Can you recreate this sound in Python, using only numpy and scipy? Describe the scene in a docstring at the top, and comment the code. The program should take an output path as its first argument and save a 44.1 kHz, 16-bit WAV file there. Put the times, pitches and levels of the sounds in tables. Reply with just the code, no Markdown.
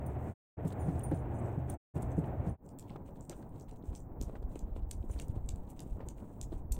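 """A dog and its handler jump rope on a lawn: low drum-like thuds of landing, a rustling jacket of tiny snaps,
collar tags ringing as dying tones, and rope ticks and slaps over filtered-noise traffic. It is muted twice.
After a fade the dog steps round the handler on a concrete drive: claws click in short bursts and echo off a
garage door, shoes knock and grit scrapes in shaped noise, and wind buffets the microphone with low lumps."""
import sys
import numpy as np
from scipy import signal
from scipy.fft import rfft, irfft, next_fast_len
from scipy.io import wavfile
from scipy.ndimage import uniform_filter1d

SR = 44100
rng = np.random.default_rng(int(sys.argv[2]) if len(sys.argv) > 2 else 0)


def output_pcm(signal):
    """Save a mono or channel-first signal as 16-bit PCM at the path in sys.argv[1].

    Samples are clipped to [-1, 1] before scaling.
    """
    pcm = np.clip(np.atleast_2d(signal).T, -1, 1) * 32767
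    wavfile.write(sys.argv[1], SR, np.round(pcm).astype(np.int16))


N = 299432

# tone colour of fine bright rubbing, in the jacket and under the paws: f/Hz, level/dB
FINE_RUB = [(2500, -27), (4000, -27.5), (5000, -12), (6000, -2), (8500, 5), (10500, -6.5), (13000, -10),
            (15700, -0.5), (16000, -48.5)]
# pads and soles drag on concrete: t/s, length/ms, pad level/dB, sole level/dB
DRAGS = [(2.66, 100, -81, -100), (2.691, 18, -85, -90), (2.897, 126, -80, -71), (2.962, 7, -80, -81),
         (3.078, 78, -77, -75), (3.092, 9, -81, -93), (3.159, 60, -81, -81), (3.211, 94, -82, -78),
         (3.0, 190, -94, -92), (3.305, 39, -84, -66), (3.43, 82, -92, -81), (5.205, 57, -76, -81),
         (3.248, 69.0, -78, -107), (3.358, 210, -76, -87), (3.492, 30, -91, -86),
         (3.561, 150, -80.5, -76.5), (3.614, 45, -74, -100), (3.694, 59, -80, -74.5), (3.761, 23, -81, -76),
         (3.872, 130, -74.5, -76), (3.929, 52, -89, -75), (3.962, 94, -67.5, -89), (4.215, 53, -78, -68),
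         (4.291, 190, -80, -75.5), (4.44, 44, -93, -80), (4.66, 380, -95, -84), (4.36, 36, -89, -75),
         (4.425, 14, -77, -88), (4.52, 110, -76.5, -76), (4.561, 110, -79, -76), (4.769, 52, -75, -69),
         (4.895, 30, -76, -78), (5.023, 130, -82, -85), (5.114, 96, -69.5, -82), (5.155, 220, -73, -70.5),
         (5.3, 67, -85, -79), (5.361, 57, -77.5, -74), (5.43, 110, -84, -84), (5.6, 470, -86, -84),
         (5.672, 25, -82, -84), (5.701, 50, -68.5, -71), (5.781, 85, -75.5, -76), (5.9, 260, -78, -79.5),
         (6.068, 30, -77, -88), (6.181, 70, -78, -78.5), (6.286, 500, -80.5, -82), (6.528, 87, -74, -74),
         (6.578, 79, -78, -80), (6.782, 40, -74, -80)]


def amp(db):
    """Turns decibels into a gain."""
    return 10 ** (np.asarray(db) / 20)


def evened(x):
    """Scales a signal to an average strength (rms) of 1."""
    return x / np.sqrt(np.mean(x ** 2) + 1e-20)


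def add(mix, s, sound):
    """Mixes a sound in, starting at s seconds."""
    part = mix[round(s * SR):][:len(sound)]
    part += sound[:len(part)]


def curve(rows):
    """Reads a table of t/s, value at every sample, with straight lines between the points."""
    return np.interp(np.arange(N) / SR, *np.transpose(rows))


def wander(seconds):
    """Makes a slow random curve of rms 1 by smoothing noise twice."""
    size = max(round(seconds * SR), 2)
    smooth = uniform_filter1d(rng.standard_normal(N), size)
    return evened(uniform_filter1d(smooth, size))


def coloured(x, shape):
    """Filters x to a tone colour given as f/Hz, level/dB points; the result has rms 1."""
    size = next_fast_len(N)
    hz, db = np.transpose(shape)
    log_hz = np.log(np.fft.rfftfreq(size, 1 / SR) + 1)
    gain = amp(np.interp(log_hz, np.log(hz + 1), db))
    return evened(irfft(rfft(x, size) * gain, size)[:N])


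def ring(modes, seconds):
    """Adds dying sine tones, each given as f/Hz, level/dB, time to fall by 60 dB/s."""
    t = np.arange(round(seconds * SR)) / SR
    return sum(amp(db - 60 * t / t60) * np.sin(2 * np.pi * hz * t) for hz, db, t60 in modes)


def grains(shape, per_s, spread_db):
    """Makes the sound of rubbing: dense tiny snaps of uneven size over a little hiss."""
    hit = rng.random(N) < per_s / SR
    size = amp(spread_db * np.minimum(rng.exponential(1, N), 4)) * hit
    return coloured((evened(size) + 1.1) * rng.standard_normal(N), shape)


def swells(rows, rest_db):
    """Makes a level curve from t/s, length/ms, level/dB rows that swell and fade over a resting level."""
    rise, fall = 0.23, 0.38  # shares of the length: quicker in than out
    lead = SR // 8  # each swell begins this many samples before its time
    out = np.full(N, amp(rest_db))
    for s, ms, db in rows:
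        u = np.arange(-lead, SR // 4) / SR / (ms / 1000)
        add(out, s, amp(db) * np.exp(-(u / np.where(u < 0, rise, fall)) ** 2))
    return np.append(out[lead:], np.full(lead, amp(rest_db)))  # shift back by the lead


def burst(modes):
    """Makes a few cycles of each broad f/Hz, width/Hz, level/dB band in a bell shape centred on sample 60."""
    t = np.arange(-60, 140) / SR
    return sum(amp(db) * np.exp(-(2 * width * t) ** 2) * np.sin(2 * np.pi * hz * t + 1)
               for hz, width, db in modes)


def clicks(rows, grit_db, grit_s, swell_in_db):
    """A click: faint noise swells briefly, a sharp peak, then clumpy noise dies fast, in three tone parts."""
    # sharp part: factor on the click's pitch, width/Hz, level/dB
    bright = [(0.718, 2500, -17), (1.03, 2560, 2), (1.3, 3000, -48)]
    # dull part: f/Hz, width/Hz, level/dB
    dull = [(2500, 2200, -12), (3830, 2370, -5.5)]
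    # thin top, one row: f/Hz, width/Hz, level/dB
    top_hz, top_width, top_level_db = (13260, 2700, 4.5)
    crisp = 0.96  # share of the peak kept per dB of weakness
    width_spread_db = 1.1  # the sharp part differs in width from click to click
    dull_shift, dull_mix_db = 0.12, -0.5  # the dull part differs in pitch (share) and level

    out, t = np.zeros(N), np.arange(-300, 500) / SR
    swell_in = amp(swell_in_db) * np.exp(t / 0.0047) * (1 - t / t[0])
    fade = amp(grit_db) * np.exp(-abs(t) / grit_s)
    shape = np.where(t < 0, swell_in, fade)
    clumps = amp(3.7 * np.repeat(rng.standard_normal((len(rows), 40)), repeats=20, axis=1))
    pulses = rng.laplace(size=(len(rows), 800)) * clumps * shape
    # the sharp peak: weak clicks have more noise and less peak
    pulses[:, 300] = crisp ** (np.max(rows, 0)[1] - np.asarray(rows)[:, 1])
    pulses /= np.linalg.norm(pulses, axis=1, keepdims=True)

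    odds = rng.standard_normal((len(rows), len(dull) + len(bright), 2))  # makes each click differ
    for (s, db, pitch, dull_db, top_db), pulse, odd in zip(rows, pulses, odds):
        modes = []
        for (factor, width, level), (a, _) in zip(bright, odd[len(dull):]):
            modes.append((factor * pitch, width * amp(width_spread_db * a), level))
        for (hz, width, level), (a, b) in zip(dull, odd):
            modes.append((hz * (1 + dull_shift * a), width, level + dull_db + dull_mix_db * b))
        modes.append((top_hz, top_width, top_level_db + top_db))
        # the peak lies 300 samples into the pulse, the burst's centre 60 further
        add(out, s - 360 / SR, amp(db) * np.convolve(pulse, burst(modes)))
    return out


def cracks(rows):
    """A handful of uneven snaps dies fast, heard through one broad resonance."""
    out, t = np.zeros(N), np.arange(3000) / SR
    sizes = amp(5.7 * rng.standard_normal((len(rows), 3000)))
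    snaps = rng.standard_normal((len(rows), 3000)) * sizes
    for (s, db, hz, ms), snap in zip(rows, snaps):
        band = signal.butter(2, [hz * 0.78, hz * 1.19], "bandpass", fs=SR, output="sos")
        fade = amp(-60000 * t / ms) * (1 - np.exp(-t / 0.0003))
        crack = signal.sosfilt(band, snap * fade)
        add(out, s, amp(db) * crack / abs(crack).max())
    return out


def traffic():
    """Distant road rumble is fluttering filtered noise, with hums whose pitch and level waver."""
    # tone colour of the rumble: f/Hz, level per Hz/dB
    rumble = [(12, -53.5), (20, -6), (37, -20.5), (75, 0), (130, -6), (184, -11), (351, -12), (452, -17.5),
              (735, -16), (1280, -33.5), (1370, -32.5), (2440, -43.5), (3400, -57.5), (5000, -74.5),
              (6500, -99), (11000, -120)]
    # wavering hums: f/Hz, pitch waver/Hz, level/dB
    hums = [(81.4, 14.04, -44), (122.3, 5.15, -45.5)]
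    waver_s, flutter_db = 0.0392, 2
    road = coloured(rng.standard_normal(N), rumble) * amp(-40 + 1.5 * wander(0.03))
    for hz, width, db in hums:
        turns = np.cumsum(hz + width * wander(waver_s)) / SR
        road += amp(db + flutter_db * wander(waver_s)) * evened(np.sin(2 * np.pi * turns))
    return road


def hiss(db):
    """Thin hiss of air and microphone is noise that drifts in patches of pitch and time."""
    # tone colour: f/Hz, level/dB
    thin_air = [(5000, -34), (7000, -17), (9000, -17), (11500, -30), (13300, 8), (14500, 13), (15800, 14),
                (16000, -47)]
    patch_db = 2.5  # depth of the patches
    z = signal.stft(coloured(rng.standard_normal(N), thin_air), nperseg=512)[2]
    patches = uniform_filter1d(rng.standard_normal(z.shape), size=8, axis=0)
    patches = evened(uniform_filter1d(patches, size=10, axis=1))
    return amp(db) * evened(signal.istft(z * amp(patch_db * patches), nperseg=512)[1][:N])


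def thuds():
    """Turf gives like a soft drum under feet and paws: three short low modes and a puff of crushed grass."""
    # landings: t/s, level/dB, pitch f/Hz, base time to fall by 60 dB/s, grass level against the thud/dB
    landings = [(0.059, -43, 133.6, 0.062, -28), (0.651, -19, 160, 0.069, -31),
                (0.862, -19, 150, 0.025, -33), (0.883, -21.5, 162.3, 0.1, -26),
                (0.954, -20.5, 131, 0.043, -26), (1.115, -20.5, 308, 0.06, -26),
                (1.124, -25.5, 160.5, 0.14, -36), (1.1374, -19, 122, 0.043, -29),
                (1.577, -21, 148, 0.057, -36), (1.961, -22, 142, 0.075, -27.5),
                (2.18, -15, 164, 0.076, -43), (2.1835, -16, 147, 0.02, -33), (2.234, -32.5, 134, 0.19, -28),
                (2.465, -25.5, 172.5, 0.12, -24), (2.51, -25.5, 79, 0.18, -44)]
    out, t = np.zeros(N), np.arange(round(.15 * SR)) / SR
    for s, db, hz, t60, grass_db in landings:
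        modes = [(hz, db, t60), (hz * 1.7, db - 12.0, t60 * 1.4), (hz * 2.64, db - 12.5, t60 * 0.67)]
        body = ring(modes, .15)
        soft_noise = signal.lfilter([.1], [1, -.9], rng.standard_normal(len(t)))
        puff = soft_noise * amp(db + grass_db - 40 * t / t60)
        add(out, s, (body + puff) * (1 - np.exp(-t / 0.0022)))
    return out


def tags():
    """Two thin metal tags ring at every touch in another mix of modes, wavering in pitch as they swing."""
    # ringing modes, three of the larger tag, three of the smaller, two at the top:
    # f/Hz, level/dB, time to fall by 60 dB/s before the touch's ring factor
    tag_modes = [(6230, 1.5, 0.11), (7080, 1.5, 0.033), (7960, 5, 0.13), (9225, 0, 0.16), (9300, -7, 0.12),
                 (11260, -23, 0.34), (14300, -18, .06), (15650, -18.5, .06)]
    # touches: t/s, level/dB, the larger tag's three modes against the smaller/dB (three columns),
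    # top modes/dB, ring time factor (fur damps them), rise time/ms
    touches = [(.063, -55.5, -18, -15, -19.5, 15.5, 0.7, .7), (.792, -61, -15, -6, -25, 7, 5.4, 6),
               (.925, -71, -1, -20, -1, 0, 1, 5), (1.034, -45, -29.5, -34, -32, 9.5, 1.1, 2),
               (1.145, -65, -9.5, -25, -18, 0, 1.4, 3), (1.19, -64.5, -15, -2, -20, -2, 0.57, 0.91),
               (1.335, -66, -11, -1, -12, -8, 4.9, 16), (1.385, -70, -18.5, 9.5, 1.5, -4, 1.15, 3),
               (1.435, -81, -6, -14, 7.5, 2.5, 1.7, 5), (1.699, -39.5, -10.5, -14.5, -18.5, 16, 0.14, 0.6),
               (1.738, -60.5, -4, -6, -3.5, 19, .4, 2), (2.116, -73.5, 11, -12, 5, 7, 0.38, .7),
               (2.494, -61, -11, -45.5, -24, -8, 0.94, .7), (5.111, -59, -9, 6, -11, 0, 0.88, 1)]
    out, t = np.zeros(N), np.arange(round(.3 * SR)) / SR
    sway, flutter = wander(0.0089), wander(0.011)
    # every mode reads the random curves from its own place
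    place = rng.integers(0, N - len(t), (len(touches), len(tag_modes)))
    for (s, db, *large_db, top_db, free, ms), starts in zip(touches, place):
        stopped = amp(db - 30 * np.minimum(t / 0.18, 2) ** 2.5)  # fur stops the ring
        caught = stopped * (1 - np.exp(-1000 * t / ms))
        mix = large_db + [0, 0, 0, top_db, top_db]
        for (hz, level, t60), mix_db, k in zip(tag_modes, mix, starts):
            here = slice(k, k + len(t))
            turns = np.cumsum(hz * (1 + 0.0039 * sway[here])) / SR
            fade = amp(level + mix_db - 60 * t / (t60 * free) + 2.2 * flutter[here])
            add(out, s, caught * fade * np.sin(2 * np.pi * turns))
    return out


def jacket():
    """Cloth rustles at each swing of the arms: fine bright snaps and a duller brush of the sleeves."""
    # swings: t/s, length/ms, level/dB
    swings = [(.064, 37, -79.5), (.11, 110, -82.5), (.3, 330, -75), (.68, 107, -69), (.679, 23, -63.5),
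              (.704, 20, -78), (.724, 22, -75), (.88, 320, -74.5), (.99, 56, -84), (1.03, 320, -79),
              (1.152, 100, -73.5), (1.32, 70, -85), (1.47, 190, -80), (1.6, 32, -85), (1.706, 94, -66.5),
              (1.955, 74, -67), (2.027, 78, -71.5), (2.117, 63, -76), (2.06, 100, -86), (2.185, 87, -75),
              (2.258, 69, -79), (2.48, 140, -74.5)]
    # tone colour of the sleeves: f/Hz, level/dB
    sleeves = [(2000, -4.5), (3500, 4.5), (5500, -12.5), (7500, -17.5)]
    level = swells(swings, -87.0) * amp(0.71 * wander(0.014))
    cloth = grains(FINE_RUB, 1100, 3.2)
    brush = amp(-8) * grains(sleeves, 900, 3)
    return level * (cloth + brush)


def rope_slaps():
    """The rope slaps turf or cloth in short cracks of noise."""
    # slaps: t/s, level/dB, centre f/Hz, time to fall by 60 dB/ms
    slaps = [(.6484, -59, 2600, 25), (.704, -52, 3500, 14), (.7228, -52, 3780, 28), (.828, -69, 9000, 15),
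             (1.006, -53, 2600, 16), (1.113, -47.5, 1490, 66), (1.12, -58, 2980, 40), (1.46, -63, 7200, 12),
             (1.527, -63.5, 7200, 15), (2.168, -62, 8600, 10), (2.2418, -57, 2700, 28),
             (2.259, -62, 10000, 22), (2.464, -68, 3000, 25)]
    return cracks(slaps)


def rope_ticks():
    """Rope and jacket tick in tiny bright clicks."""
    # ticks: t/s, level/dB, pitch f/Hz, dull part against the click/dB
    small_hits = [(.65, -58, 8700, -6), (.66, -66, 7700, -4), (.667, -62, 9500, -20),
                  (0.6775, -54, 6800, -12), (.681, -46, 9400, -8), (0.7228, -66, 7300, 4),
                  (0.7277, -48.5, 8400, -10), (0.9943, -42, 8800, -22), (1.113, -49.5, 9050, -12),
                  (1.1454, -55.5, 7600, -8), (1.956, -49, 9050, -16), (1.9784, -59, 8840, 2),
                  (2.024, -49, 8400, -5), (2.024, -46, 8550, -23), (2.029, -44.5, 8460, -7),
                  (2.1174, -62, 7000, -9), (2.192, -49.5, 8800, -22)]
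    ticks = [(*row, -9.5) for row in small_hits]  # adds the thin top's level in dB
    return clicks(ticks, -19.0, 0.0027, -35)


def lawn():
    """Mixes the sounds of the lawn except the tags."""
    return traffic() + hiss(-81.0) + thuds() + jacket() + rope_slaps() + rope_ticks()


def far_traffic():
    """Far traffic at the drive is low filtered noise with a fluttering level."""
    # tone colour: f/Hz, level per Hz/dB
    rumble = [(12, -40), (20, -21.5), (118, -4.5), (278, -10), (367, -15), (520, -18.5), (750, -20.5),
              (960, -24), (1150, -33.5), (1890, -47), (2600, -57), (3500, -86), (5000, -81), (8000, -120)]
    return amp(-50.5 + 1.8 * wander(0.022)) * coloured(rng.standard_normal(N), rumble)


def wind():
    """Wind on the microphone is lumpy low noise, plus single pressure dips with a swell on either side."""
    # level of the lumpy noise: t/s, level/dB
    strength = [(2.7, -55.5), (3.7, -52.5), (3.9, -52.5), (4.2, -44.5), (4.5, -48), (4.8, -44), (5.07, -52),
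                (5.25, -40.5), (5.5, -41.5), (5.75, -49), (5.95, -43), (6.15, -47), (6.35, -53), (6.5, -44),
                (6.65, -47), (6.79, -36.5)]
    # tone colour: f/Hz, level per Hz/dB
    low_noise = [(8, 1.5), (25, 1), (60, 0.5), (120, -9), (250, -31), (500, -75.5)]
    # strongest buffets: t/s, peak level/dB, width/ms
    buffets = [(3.892, -29, 4.2), (3.919, -34.5, 5.8), (4.211, -27.5, 6.5), (4.237, -32, 3.34),
               (4.271, -32, 5.3), (4.451, -28.5, 6.8), (4.499, -37.5, 10), (4.642, -28.5, 7.6),
               (4.732, -33, 6.9), (4.837, -27, 6.3), (4.876, -35.5, 5.3), (4.89, -33.5, 6.2),
               (4.957, -34.5, 4.7), (4.984, -33, 6.3), (5.009, -29, 4.3), (5.083, -34, 13),
               (5.109, -28, 4.7), (5.159, -30.5, 5.2), (5.177, -34, 4.9), (5.299, -25.5, 3.06),
               (5.377, -36, 3.5), (5.447, -31.5, 6.6), (5.464, -45, 2.6), (5.541, -27, 4.4),
               (5.603, -36.5, 19), (5.926, -31.5, 7.6), (5.963, -62, 20), (6.561, -32.5, 8.7),
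               (6.652, -34.5, 3.6), (6.721, -24.5, 7), (6.784, -36, 7.7)]
    lumpy = coloured(rng.standard_normal(N) * amp(2.1 * wander(0.039)), low_noise)
    out = amp(curve(strength)) * lumpy
    for s, db, ms in buffets:
        u = np.arange(-2200, 2200) / SR / (ms / 1000) * 1.2
        add(out, s - 2200 / SR, amp(db) * (u ** 2 - 1) * np.exp(-u ** 2 / 2))
    return out


def scuffs():
    """Each drag swells and fades: fine bright grit under the pads, coarser dull grit under the soles."""
    # tone colour of the soles: f/Hz, level/dB
    sole_rub = [(700, 5), (1500, -4), (2500, -1), (4000, -4.5), (6000, -22)]
    pads = swells([(s, ms, db) for s, ms, db, _ in DRAGS], -106)
    soles = swells([(s, ms, db) for s, ms, _, db in DRAGS], -97)
    flutter = amp(2.2 * wander(0.0099))
    return flutter * (pads * grains(FINE_RUB, 2200, 2.8) + soles * grains(sole_rub, 700, 3.5))


def snags(s, ms, db, dull_db):
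    """A claw catches twice in each drag, as it starts and anywhere along it; gives rows for clicks."""
    s, ms, db, dull_db = (np.repeat(c, repeats=2) for c in (s, ms, db, dull_db))
    when = rng.random(len(s))
    when[::2] = 0
    size, tone = rng.standard_normal((len(s), 2)).T
    start = s + 0.74 * when * ms / 1000
    level = db + 8 + 4 * size  # dB, usually louder than the drag
    pitch = 7600 * (1 + 0.056 * tone)  # Hz
    return np.transpose([start, level, pitch, dull_db, np.full(len(s), -27)])  # thin top at -27 dB


def claws():
    """Claws click on concrete, with small ticks in the drags, duller where the sole drags harder."""
    # clear clicks, with a few bumps of their echo:
    # t/s, level/dB, pitch f/Hz, dull part against the click/dB, thin top against the click/dB
    clear_clicks = [(2.6636, -59, 7850, -12, -31), (2.691, -50.5, 7900, -6, -26),
                    (2.788, -43, 7650, -8, -6), (2.796, -41, 7900, -7, -15), (2.826, -61, 7000, 7, -25),
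                    (2.893, -61, 8600, -10, -25), (2.9034, -71, 6020, 24, -22),
                    (3.2093, -46, 7460, -28, -33), (3.227, -54, 7950, -25, -23),
                    (3.2517, -54, 7900, -30, -27), (3.2967, -33.5, 7300, -4.5, -15),
                    (3.3035, -53, 7700, -6, -19), (3.367, -56, 8060, -22, -23), (3.426, -62, 8240, -8, -25),
                    (3.493, -61, 8550, -13, -25), (3.5986, -48, 6560, -38, -14),
                    (3.6105, -49.5, 6150, -27, -25), (3.627, -65, 8450, -20, -25),
                    (3.693, -59, 7900, 1, -22), (3.712, -50, 7900, -4, -35), (3.761, -63, 8550, -25, -25),
                    (3.857, -57, 7300, -20, -25), (3.892, -67, 8500, -6, -22),
                    (3.9518, -41, 7040, -4.5, -25), (3.959, -45, 7200, -17, -24),
                    (3.963, -45, 7600, -21, -22), (4.0039, -53, 7600, -30, -22),
                    (4.018, -67, 8100, -22, -25), (4.2139, -34.5, 6900, -10.5, -13),
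                    (4.2255, -41.5, 8200, -13, -8), (4.227, -56, 7060, -17, -15),
                    (4.2341, -47, 7500, -15, -29), (4.557, -50.5, 7800, 6, -22),
                    (4.5612, -54, 8100, -20, -23), (4.5925, -41, 7200, -12, -16),
                    (4.9123, -30, 7900, -5, -16), (4.9146, -34.5, 7600, -4, -15),
                    (5.1905, -61, 6200, 22.5, -17), (5.1991, -34.5, 7460, -1, -14),
                    (5.2128, -46, 6600, -19, -25), (5.219, -43, 7600, -25, -21),
                    (5.222, -43, 7900, -7, -23), (5.2834, -46.5, 8000, -21, -11),
                    (5.462, -55, 8200, -17, -30), (5.473, -62, 7500, -15, -30),
                    (5.489, -37, 7660, -7.5, -15), (5.4908, -33.5, 7500, -3.5, -16),
                    (5.5595, -49, 8100, -4, -18), (5.7022, -51.5, 8350, -7, -2),
                    (5.7936, -45.5, 6400, 4.5, -12), (5.878, -64, 7500, -20, -25),
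                    (5.8045, -38.5, 7960, -6.5, -14), (6.0872, -35.5, 7350, -6, -16),
                    (6.09, -54, 7400, -18, -17), (6.4142, -31, 7450, -8, -24), (6.4148, -51, 7000, -30, -3),
                    (6.429, -44, 7400, -23, -6), (6.721, -41, 7650, -9, -16), (6.7221, -32.5, 7800, -7, -6),
                    (6.725, -31, 7700, -16, -13), (6.7255, -52, 7900, -34, -10),
                    (6.7296, -41, 8100, -7, -9), (6.7655, -56, 7600, 11, -19)]
    s, ms, pads_db, soles_db = np.transpose(DRAGS)
    dull_db = np.clip(0.67 * (soles_db - pads_db) - 17.0, -25, 8)
    small = snags(s, ms, np.minimum(pads_db, -76), dull_db)
    return clicks(np.vstack([clear_clicks, small]), -25.5, 0.002, -40.0)


def door(x):
    """A ribbed door and wall scatter a late, swelling, quickly gone echo that changes as the dog moves."""
    # tone colour of the echo: f/Hz, level/dB
    door_tone = [(1200, 10), (2500, 5.5), (4500, 2.5), (6000, 7), (8000, 1), (10500, 9), (14000, 2),
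                 (16500, 3)]
    late = np.maximum(np.arange(N) / SR - .007, 0)  # seconds since the first echo
    swell = (1 - 0.53 * np.exp(-(late / 0.011) ** 2)) * (1 - np.exp(-late / 0.0017))
    main_tail = amp(-60 * np.minimum(late / 0.073, 4))
    yard_tail = amp(-19.5 - 60 * np.minimum(late / 0.25, 4))  # fainter, longer tail from the yard
    shape = swell * (main_tail + yard_tail)
    # five random echoes take turns, 6000 samples each
    place, out = (np.arange(N) // 6000) % 5, np.zeros(N)
    for k in range(5):
        clumps = amp(1.6 * rng.standard_normal(N) + 2.8 * wander(0.00066))
        taps = coloured(rng.standard_normal(N) * clumps, door_tone) * shape
        out += signal.oaconvolve(x * (place == k), taps[:SR // 4] / np.linalg.norm(taps))[:N]
    return out


def grit_cracks():
    """Grit cracks under a sole or pad in short bursts of snaps."""
    # cracks: t/s, level/dB, centre f/Hz, time to fall by 60 dB/ms
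    crunches = [(2.896, -53.5, 2620, 14), (2.9601, -73, 1290, 20), (2.962, -62, 3300, 14),
                (3.078, -67, 2600, 60), (3.1582, -63, 1490, 18), (3.159, -66, 4030, 13),
                (3.312, -54, 1980, 40), (3.324, -51.5, 1410, 47), (3.328, -55, 3000, 37),
                (3.4256, -59, 1270, 19), (3.427, -63.5, 4200, 21), (3.56, -67, 3830, 22),
                (3.6925, -79, 2500, 19), (3.762, -78, 3500, 22), (3.825, -67, 3570, 20),
                (3.892, -70, 3000, 20), (3.8381, -67, 1800, 16), (3.855, -73, 2600, 20),
                (4.2951, -79, 4000, 20), (4.3545, -49.5, 1840, 9.4), (4.4268, -64, 4400, 15),
                (4.5555, -62, 3270, 20), (4.7625, -59, 3660, 20), (4.79, -68, 3000, 20),
                (4.824, -71, 3950, 54), (5.026, -65, 3080, 18), (5.117, -63, 2700, 30),
                (5.138, -62, 2600, 30), (5.1606, -57, 1700, 30), (5.177, -63, 3500, 15),
                (5.292, -64, 4000, 15), (5.3617, -68, 3500, 27), (5.675, -66, 3000, 20),
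                (5.7717, -65, 2800, 20), (5.9927, -53, 1200, 25), (6.0047, -55, 2120, 14),
                (6.012, -63, 1150, 70), (6.098, -67, 3600, 20), (6.183, -63.5, 2400, 26),
                (6.2556, -76, 2000, 20), (6.434, -60, 2300, 30), (6.5215, -57, 3650, 67)]
    return cracks(crunches)


def shoes():
    """Shoes on concrete have no clear ring: broad noise rises as the sole rolls down, then dies fast."""
    # steps: t/s, peak level/dB, centre f/Hz, time to fall by 60 dB/s
    steps = [(2.959, -33.5, 604, 0.04), (3.089, -43, 574, 0.035), (3.299, -35.5, 358, 0.49),
             (3.423, -47, 400, 0.19), (3.838, -39.5, 350, 0.097), (4.213, -33.5, 308, 0.11),
             (4.296, -37, 654, 0.0092), (4.232, -41, 497, 0.041), (4.353, -42, 654, 0.11),
             (4.426, -39, 437, 0.052), (4.558, -33, 453, 0.063), (4.763, -36.5, 557, 0.034),
             (5.197, -45, 600, 0.074), (5.223, -44, 460, 0.054), (5.04, -35.5, 296, 0.026),
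             (5.097, -37.5, 456, 0.062), (5.161, -38.5, 340, 0.2), (5.363, -36.5, 291, 0.081),
             (5.458, -43, 312, 0.096), (5.862, -34, 283, 0.025), (5.983, -39, 294, 0.43),
             (6.003, -38.5, 513, 0.19), (6.52, -37.5, 425, 0.04), (6.526, -32, 398, 0.082)]
    roll_s = 0.001
    out, t = np.zeros(N), np.arange(round(.15 * SR)) / SR
    for s, db, hz, t60 in steps:
        band = signal.butter(1, [hz * 0.48, hz * 1.57], "bandpass", fs=SR, output="sos")
        push = 4.0 * np.exp(-t * hz * 6)
        blow = rng.standard_normal(len(t)) * amp(-60 * t / t60) + push
        knock = signal.sosfilt(np.vstack([band, band]), blow) * (1 - np.exp(-t / roll_s))
        add(out, s, amp(db) * knock / abs(knock).max())
    return out


def drive():
    """Mixes the sounds of the drive except the tags, with an echo of the claws."""
    # echo against the click as the dog circles: t/s, level/dB
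    echo_level = [(2.8, -5), (3.3, -7), (3.95, -4.5), (4.21, -6), (4.91, -9.5), (5.8, -7), (6.72, -7)]
    nails = claws()
    echo = door(nails * amp(curve(echo_level)))
    return far_traffic() + hiss(-82.5) + wind() + scuffs() + nails + echo + grit_cracks() + shoes()


def scene():
    """Fades from the lawn to the drive; the tags sound in both."""
    # turning points of the lawn's fades, in turn full, silent, silent, full: t/s
    lawn_times = [0.301, 0.341, 0.569, 0.596, 1.736, 1.776, 1.938, 1.964, 2.488, 2.572]
    # start and end of the drive's fade in: t/s
    drive_times = [2.551, 2.658]
    t, jingle = np.arange(N) / SR, tags()
    first = np.interp(t, lawn_times, np.resize([1, 0, 0, 1], len(lawn_times)))
    second = np.interp(t, drive_times, [0, 1])
    mix = first ** 1.18 * (lawn() + jingle) + second ** 2.0 * (drive() + jingle)
    return mix[None]


def record(dry):
    """Cuts the treble steeply around 16400 Hz with a low-pass filter."""
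    lowpass = signal.firwin(511, 16400, window=("kaiser", 9), fs=SR)
    return signal.oaconvolve(dry, lowpass[None], "same")


dry = scene()
out = record(dry)
output_pcm(out)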